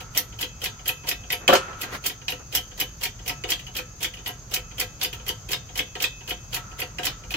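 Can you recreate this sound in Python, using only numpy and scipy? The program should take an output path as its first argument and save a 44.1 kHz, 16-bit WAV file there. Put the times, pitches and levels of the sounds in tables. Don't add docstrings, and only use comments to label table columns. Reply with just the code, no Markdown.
import sys
import numpy as np
from scipy import signal
from scipy.fft import irfft
from scipy.io import wavfile
from scipy.ndimage import uniform_filter1d

SR = 44100
rng = np.random.default_rng(int(sys.argv[2]) if len(sys.argv) > 2 else 0)


def to_wav(s):
    ch = np.atleast_2d(s).T
    pcm = np.round(np.clip(ch, -1, 1) * 32767)
    wavfile.write(sys.argv[1], SR, pcm.astype(np.int16))


N = 324576
RING = np.arange(SR * 3 // 5) / SR

# (click time [s], slack before it [s], knock after it [s],
# slack level [dB], click level [dB], knock level [dB], pin ring [dB], favoured knock pitch [Hz])
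STROKES = [(.173, .025, .012, -34, -15.5, -30, -2, 4480),
           (.41, 0.023, 0.016, -34.5, -27.5, -24.5, -4, 3080),
           (.639, 0.024, .018, -34.5, -25.5, -25, -6, 3470),
           (.877, 0.021, 0.013, -33, -20.5, -20.5, 2.5, 2740),
           (1.087, 0.017, 0.025, -34, -20.5, -22.5, -7, 1960), (1.32, 0.018, .007, -23, -24, -23, 18, 2470),
           (1.532, 0.031, 0.019, -22, -22.5, -21, -9, 3330), (1.813, .006, .018, -53, -29, -30.5, 1, 2680),
           (2.061, 0.022, 0.035, -33.5, -20, -32, -28, 3830), (2.3, 0.019, .02, -21, -32.5, -28, 0, 2950),
           (2.549, 0.025, .022, -35, -17.5, -22, -5.5, 3120),
           (2.799, .024, 0.012, -45, -22, -20.5, -2, 3340), (3.033, 0.022, .02, -37.5, -23, -24, -28, 2040),
           (3.277, 0.018, .017, -38, -26, -24.5, -11, 2660), (3.502, 0.014, .016, -31, -22, -19, -5, 3300),
           (3.765, 0.015, 0.02, -33.5, -28, -28.5, -16, 2530),
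           (4.028, 0.024, 0.016, -41, -24.5, -23, -27, 3140),
           (4.273, .013, 0.014, -28.5, -30.5, -34.5, 11, 2900),
           (4.538, 0.028, 0.023, -43, -20.5, -25.5, -25, 2570),
           (4.797, .017, 0.014, -32.5, -22, -22.5, -3, 3520),
           (5.029, .017, .017, -25, -22.5, -22, -1, 4500), (5.28, 0.016, 0.0093, -37.5, -28, -22, 3, 3240),
           (5.515, 0.028, 0.016, -35, -25.5, -20.5, -26, 4660),
           (5.775, 0.021, 0.016, -33, -28, -19.5, -23, 3130),
           (6.022, 0.021, .018, -27.5, -23, -17, -18, 3280), (6.292, 0.017, 0.014, -35, -34, -25, 4, 3140),
           (6.543, .016, 0.019, -32, -25, -29.5, -16, 2010),
           (6.799, 0.011, 0.018, -35, -29.5, -25, 5, 2700),
           (7.051, 0.021, .016, -30, -23.5, -21, -15, 4460),
           (7.321, .016, 0.018, -30.5, -40, -22.5, -7, 2850)]
# (frequency [Hz], differing part over shared part [dB])
STEREO_WIDTH = [(20, -20), (150, -14), (350, -8.5), (700, -5), (1400, -1.5), (3000, -1), (16000, 0.5)]


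def pumping():
    # (time [s], knock
    # [dB], frame thud [dB], tick [dB])
    rattles = [(.002, -38.5, -41.5, -44), (1.034, -50, -40.5, -71), (3.437, -27.5, -31, -60),
               (3.591, -37, -64, -49), (3.665, -37.5, -58, -52), (4.136, -36.5, -50, -50),
               (4.169, -41.5, -50, -64), (5.128, -32, -41, -39.5), (5.952, -31.5, -35, -57),
               (6.984, -27.5, -30, -52)]
    light = (-25, -2)
    contacts = []
    for i, (s, slack_s, home_s, slack_db, click_db, knock_db, pin_db, pitch_hz) in enumerate(STROKES):
        going_up = i % 2
        load_db = 0.4 * (s - N / SR / 2)
        thud_db = (-34 if going_up else -37) + load_db
        slack_excess = slack_db + 31.5
        slack = 0.18 * slack_excess
        click = 0.44 * (click_db + 24.5)
        home = 0.17 * (knock_db + 23)
        slack_hz = 3180 + 74 * max(slack_excess, 0)
        if going_up:
            contacts.append((s - 0.087, -np.inf, *light, -45, -48 + load_db, 3000))
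        contacts.append((s - slack_s, -39.5 + slack, *light, slack_db, -41.5 + slack + load_db, slack_hz))
        contacts.append((s, click_db, pin_db, -1.5, -30 + click, -40.5 + click + load_db, 3080))
        contacts.append((s + home_s, -45 + home, *light, knock_db, thud_db + home, pitch_hz))
    contacts += [(s, tick_db, *light, db, thud_db, 2950) for s, db, thud_db, tick_db in rattles]
    bearing_crack = (1.478, -25.5, *light, -11.5, -22, 2700)
    return contacts + [bearing_crack]


def handle_knocks(contacts):
    # (pitch [Hz], level [dB], time to fade 60 dB [s])
    frame_tones = [(280, 6.5, 0.089), (367, -8, 0.19), (442, -32, 0.21), (500.6, 7.5, 0.2),
                   (590, -31, 0.75), (717, 6, 0.21), (754, 13, 0.068), (925.5, 7.5, 0.15), (1040, -4, 0.22),
                   (1217, -20, 0.63), (1314, -1, 0.56), (1608, -0.5, 0.3), (1730, -12, 0.75)]
    # (pitch [Hz], level [dB], time to fade 60 dB [s])
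    tube_tones = [(1963, 2.5, 0.21), (2450, -10, 0.23), (2580, -6.5, 0.81), (2600, -24, 0.13),
                  (2770, -16, 0.13), (2955, 13.5, 0.094), (3400, -10, 0.24), (3230, -19, 0.8),
                  (3266, 6.5, 0.057), (3218, -2, 0.29), (3590, -0.5, 0.28), (4550, -12, 0.058)]
    # (frequency [Hz], level [dB])
    knock_colour = [(700, -12), (1500, -16.5), (2000, -5), (2350, -4.5), (3100, -0.5), (3900, -9),
                    (4600, -9), (5700, -13.5), (7700, -18.5), (8600, -27.5), (12000, -56), (16000, -28)]
    # (frequency [Hz], level [dB])
    thud_colour = [(120, -20), (280, -2.5), (360, -2), (500, 2.5), (620, -13), (760, -18), (1100, -16.5),
                   (1600, -6.5), (2600, -13.5)]
    frame_ring = ring(frame_tones)
    knock_noise = noise(knock_colour, len(RING))
    tube_ring = ring(tube_tones)
    frame = body(noise(thud_colour, len(RING)), crack_db=7, fade_s=0.16, room_db=-8.5, room_s=0.2)
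    frame += amp(-1) * frame_ring
    lean_left = amp([[0.57], [-0.57]])
    out = np.zeros((2, N))
    for s, *_, db, thud_db, pitch_hz in contacts:
        tube = body(knock_noise, crack_db=9 + 0.26 * (db + 11.5), fade_s=0.13, room_db=-18.5, room_s=0.35)
        tube += amp(-10.5) * tube_ring
        softness = amp(-0.25 * (db + 26.5))
        push = force(swell_s=0.00032 * softness, chatter_s=0.0043 * softness)
        push += 0.87 * signal.lfilter(*signal.iirpeak(pitch_hz, Q=7, fs=SR), push)
        add(out, s, amp(db) * lean_left * strike(tube, push))
        thud = strike(frame, force(swell_s=0.0017, chatter_s=0.013))
        add(out, s + 0.002005, amp(thud_db) * lean_left * thud)
    return out


def pivot_clicks(contacts):
    # (frequency [Hz], level [dB])
    tick_colour = [(1500, -15.5), (2200, -5.5), (4300, -3), (5600, -3), (7700, -5.5), (8600, -17),
                   (9800, -10), (11500, -2.5), (13200, -6.5), (14000, -1.5), (15200, -3), (16000, -27)]
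    # (frequency [Hz], level [dB])
    pin_colour = [(10500, -24), (11050, -12.5), (11330, -7), (11650, -11), (12100, -26), (12800, -11),
                  (13200, -10), (13700, -28)]
    tick_noise = noise(tick_colour, len(RING))
    pin = body(noise(pin_colour, len(RING)), crack_db=-5, fade_s=0.11, room_db=-21.5, room_s=0.31)
    out = np.zeros((2, N))
    for s, db, pin_db, pan_db, *_ in contacts:
        steel = body(tick_noise, crack_db=9.5 + 0.5 * (db + 14), fade_s=0.12, room_db=-35, room_s=0.16)
        tick = strike(steel + amp(pin_db) * pin, force(swell_s=0.00035, chatter_s=0.0073))
        add(out, s, tick * amp([[db + pan_db / 2], [db - pan_db / 2]]))
    return out


def pivot_scrape():
    # (frequency [Hz], level [dB])
    scrape_colour = [(500, 6), (1500, -7), (3000, 5), (5000, -6), (7700, -4.5), (9000, -12), (12000, -8),
                     (15500, -8)]
    rise_s, stop_s = 0.011, 0.0023
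    down_db, up_db = -29, -35
    t = np.arange(N) / SR
    pressure = np.zeros(N)
    for i, (s, _, _, _, click_db, *_) in enumerate(STROKES):
        db = (up_db if i % 2 else down_db) + 0.28 * (click_db + 24.5)
        from_click = np.maximum((s - t) / rise_s, (t - s) / stop_s)
        pressure += amp(db) * np.exp(-np.minimum(from_click, 20))
    grit = amp(3.5 * wander(700))
    return pressure * grit * noise(scrape_colour, N)


def bearing_jolts():
    # (time [s], level [dB], treble limit [Hz])
    jolts = [(1.484, -11, 1220), (1.524, -10, 1870), (1.548, -18, 9000)]
    # (frequency [Hz], level [dB])
    jolt_colour = [(70, -25), (110, -15), (200, -8), (290, -2.5), (370, 2.5), (540, -2), (780, -3),
                   (900, -2), (1050, -3.5), (1700, -3), (2150, -8), (2700, -3.5), (4500, -6), (7800, -9.5),
                   (9000, -15)]
    # (pitch [Hz], level [dB], time to fade 60 dB [s])
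    plate_tones = [(347, -22, 0.073), (391.4, -1.5, 0.15), (529.6, 1.5, 0.17), (588, 4, 0.071),
                   (576, 2, 0.15), (722, 8, 0.1), (780, -11, 0.16), (796, -5, 0.074), (1043, -0.5, 0.15),
                   (1000, -19, .22), (1342, -2, 0.19), (1610, 1, .18), (1810, 1.5, 0.21)]
    plates = ring(plate_tones)
    out = np.zeros((2, N))
    for s, db, top_hz in jolts:
        bang = body(noise(jolt_colour, len(RING)), crack_db=-12, fade_s=0.15, room_db=-27, room_s=0.64)
        stack = dull(bang + amp(-3.5) * plates, top_hz)
        add(out, s, amp(db) * strike(stack, force(swell_s=0.0014, chatter_s=0.01)))
    return out


def return_springs():
    # (time [s], level [dB])
    jerks = [(0.0, -46.5), (.68, -50), (1.53, -34), (4.56, -55.5), (5.15, -54), (6.548, -43),
             (6.999, -47.5)]
    # (frequency [Hz], level [dB])
    spring_colour = [(1000, -10), (1230, -9), (1330, 9.5), (1365, -7.5), (1410, 3), (1480, -12),
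                     (1620, -12)]
    t = np.arange(N) / SR
    power = sum((t >= s) * amp(2 * db) * np.exp(-np.abs(t - s) / 0.13) for s, db in jerks)
    loudness = np.sqrt(uniform_filter1d(power, 512).clip(0))
    return loudness * noise(spring_colour, N)


def steel_rubs():
    # (middle time [s], half length [s], level [dB], treble limit [Hz])
    rubs = [(1.432, 0.039, -38, 1420), (1.697, 0.049, -36.5, 1944), (1.875, 0.083, -40.5, 4000),
            (1.948, 0.027, -30.5, 11800), (2.412, 0.018, -40, 1180), (7.108, 0.036, -42, 6000)]
    # (frequency [Hz], level [dB])
    rub_colour = [(150, 0), (450, 4), (900, -0.5), (1400, 3), (2000, 0), (3200, -6), (5000, -9),
                  (8500, -19.5), (15000, -9)]
    t = np.arange(N) / SR
    grit = amp(wander(240)) * noise(rub_colour, N)
    out = np.zeros((2, N))
    for s, half_s, db, top_hz in rubs:
        swell = np.exp(-((t - s) / half_s) ** 2)
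        out += amp(db) * swell * dull(grit, top_hz)
    return out


def garage_rumble():
    # (frequency [Hz], level [dB])
    rumble_colour = [(20, -14.5), (50, 4), (80, -5.5), (112, 1), (170, -8), (290, -19.5), (520, -22),
                     (1050, -25.5), (1370, -23), (1600, -30), (4000, -36), (7500, -30.5), (9000, -55),
                     (16000, -78)]
    return amp(-43 + wander(3.53)) * noise(rumble_colour, N)


def insects():
    # (frequency [Hz], level [dB])
    chorus_colour = [(4200, -25.5), (4850, -14), (5400, -21.5), (5900, -12), (6300, -3.5), (6600, -2),
                     (6950, -17), (7400, -38), (8400, -43), (10500, -33), (12500, -25.5), (14000, -31)]
    return amp(-49 + 0.49 * wander(2.63) + 1.2 * wander(90)) * noise(chorus_colour, N)


def force(swell_s, chatter_s, count=1536):
    t = RING[:count]
    slips = rng.choice([-1, 1], count) * amp(5.07 * np.minimum(rng.exponential(size=count), 4))
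    return slips * (1 - np.exp(-t / swell_s)) ** 2 * np.exp(-(t / chatter_s) ** 2)


def strike(response, push):
    return normalise(signal.fftconvolve(response, push[None], axes=1)[:, :len(RING)])


def body(texture, crack_db, fade_s, room_db, room_s):
    crack = amp(crack_db) * fade(0.0028)
    tail = np.hypot(fade(fade_s), amp(room_db) * fade(room_s))
    return normalise(texture * (crack + tail))


def ring(tones):
    out = 0
    for hz, db, fade_s in tones:
        phase = rng.uniform(0, 2 * np.pi)
        ear_shift = np.array([[1], [-1]]) * rng.choice([-1, 1]) * np.arctan(colour(STEREO_WIDTH, hz))
        out = out + amp(db) * fade(fade_s) * np.sin(2 * np.pi * hz * RING + phase + ear_shift)
    return normalise(out)


def noise(points, count):
    hz = np.maximum(np.arange(count // 2 + 1) * SR / count, 1)
    shared, differing = np.exp(2j * np.pi * rng.random((2, len(hz)))) * colour(points, hz)
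    differing = differing * colour(STEREO_WIDTH, hz)
    x = irfft(np.array([shared + differing, shared - differing]), count)
    return x / x.std()


def colour(points, hz):
    point_hz, db = np.transpose(points)
    roll_off = np.minimum(hz / point_hz[0], 1) ** 2 * np.minimum(point_hz[-1] / hz, 1) ** 2
    return amp(np.interp(np.log(hz), np.log(point_hz), db)) * roll_off


def wander(rate_hz):
    step = int(SR / rate_hz)
    return uniform_filter1d(np.repeat(rng.standard_normal(N // step + 1), step), step)[:N]


def fade(seconds):
    return np.exp(-np.log(1000) * RING / seconds)


def dull(x, top_hz):
    return signal.sosfilt(signal.butter(2, top_hz, fs=SR, output="sos"), x)


def normalise(x, window=400):
    power = np.mean(x[:, :10 * window] ** 2, axis=0)
    return x / np.sqrt(uniform_filter1d(power, window).max())


def amp(db):
    return 10 ** (np.asarray(db) / 20)


def add(out, s, sound):
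    start = int(np.clip(s * SR, 0, N - 1))
    out[:, start:start + len(RING)] += sound[:, :N - start]


def scene():
    contacts = pumping()
    blows = pivot_clicks(contacts) + handle_knocks(contacts) + bearing_jolts()
    return blows + return_springs() + steel_rubs() + garage_rumble() + insects() + pivot_scrape()


def record(dry):
    top_hz = 15800
    return signal.sosfilt(signal.ellip(10, 0.2, 70, top_hz, fs=SR, output="sos"), np.clip(dry, -1, 1))


dry = scene()
out = record(dry)
to_wav(out)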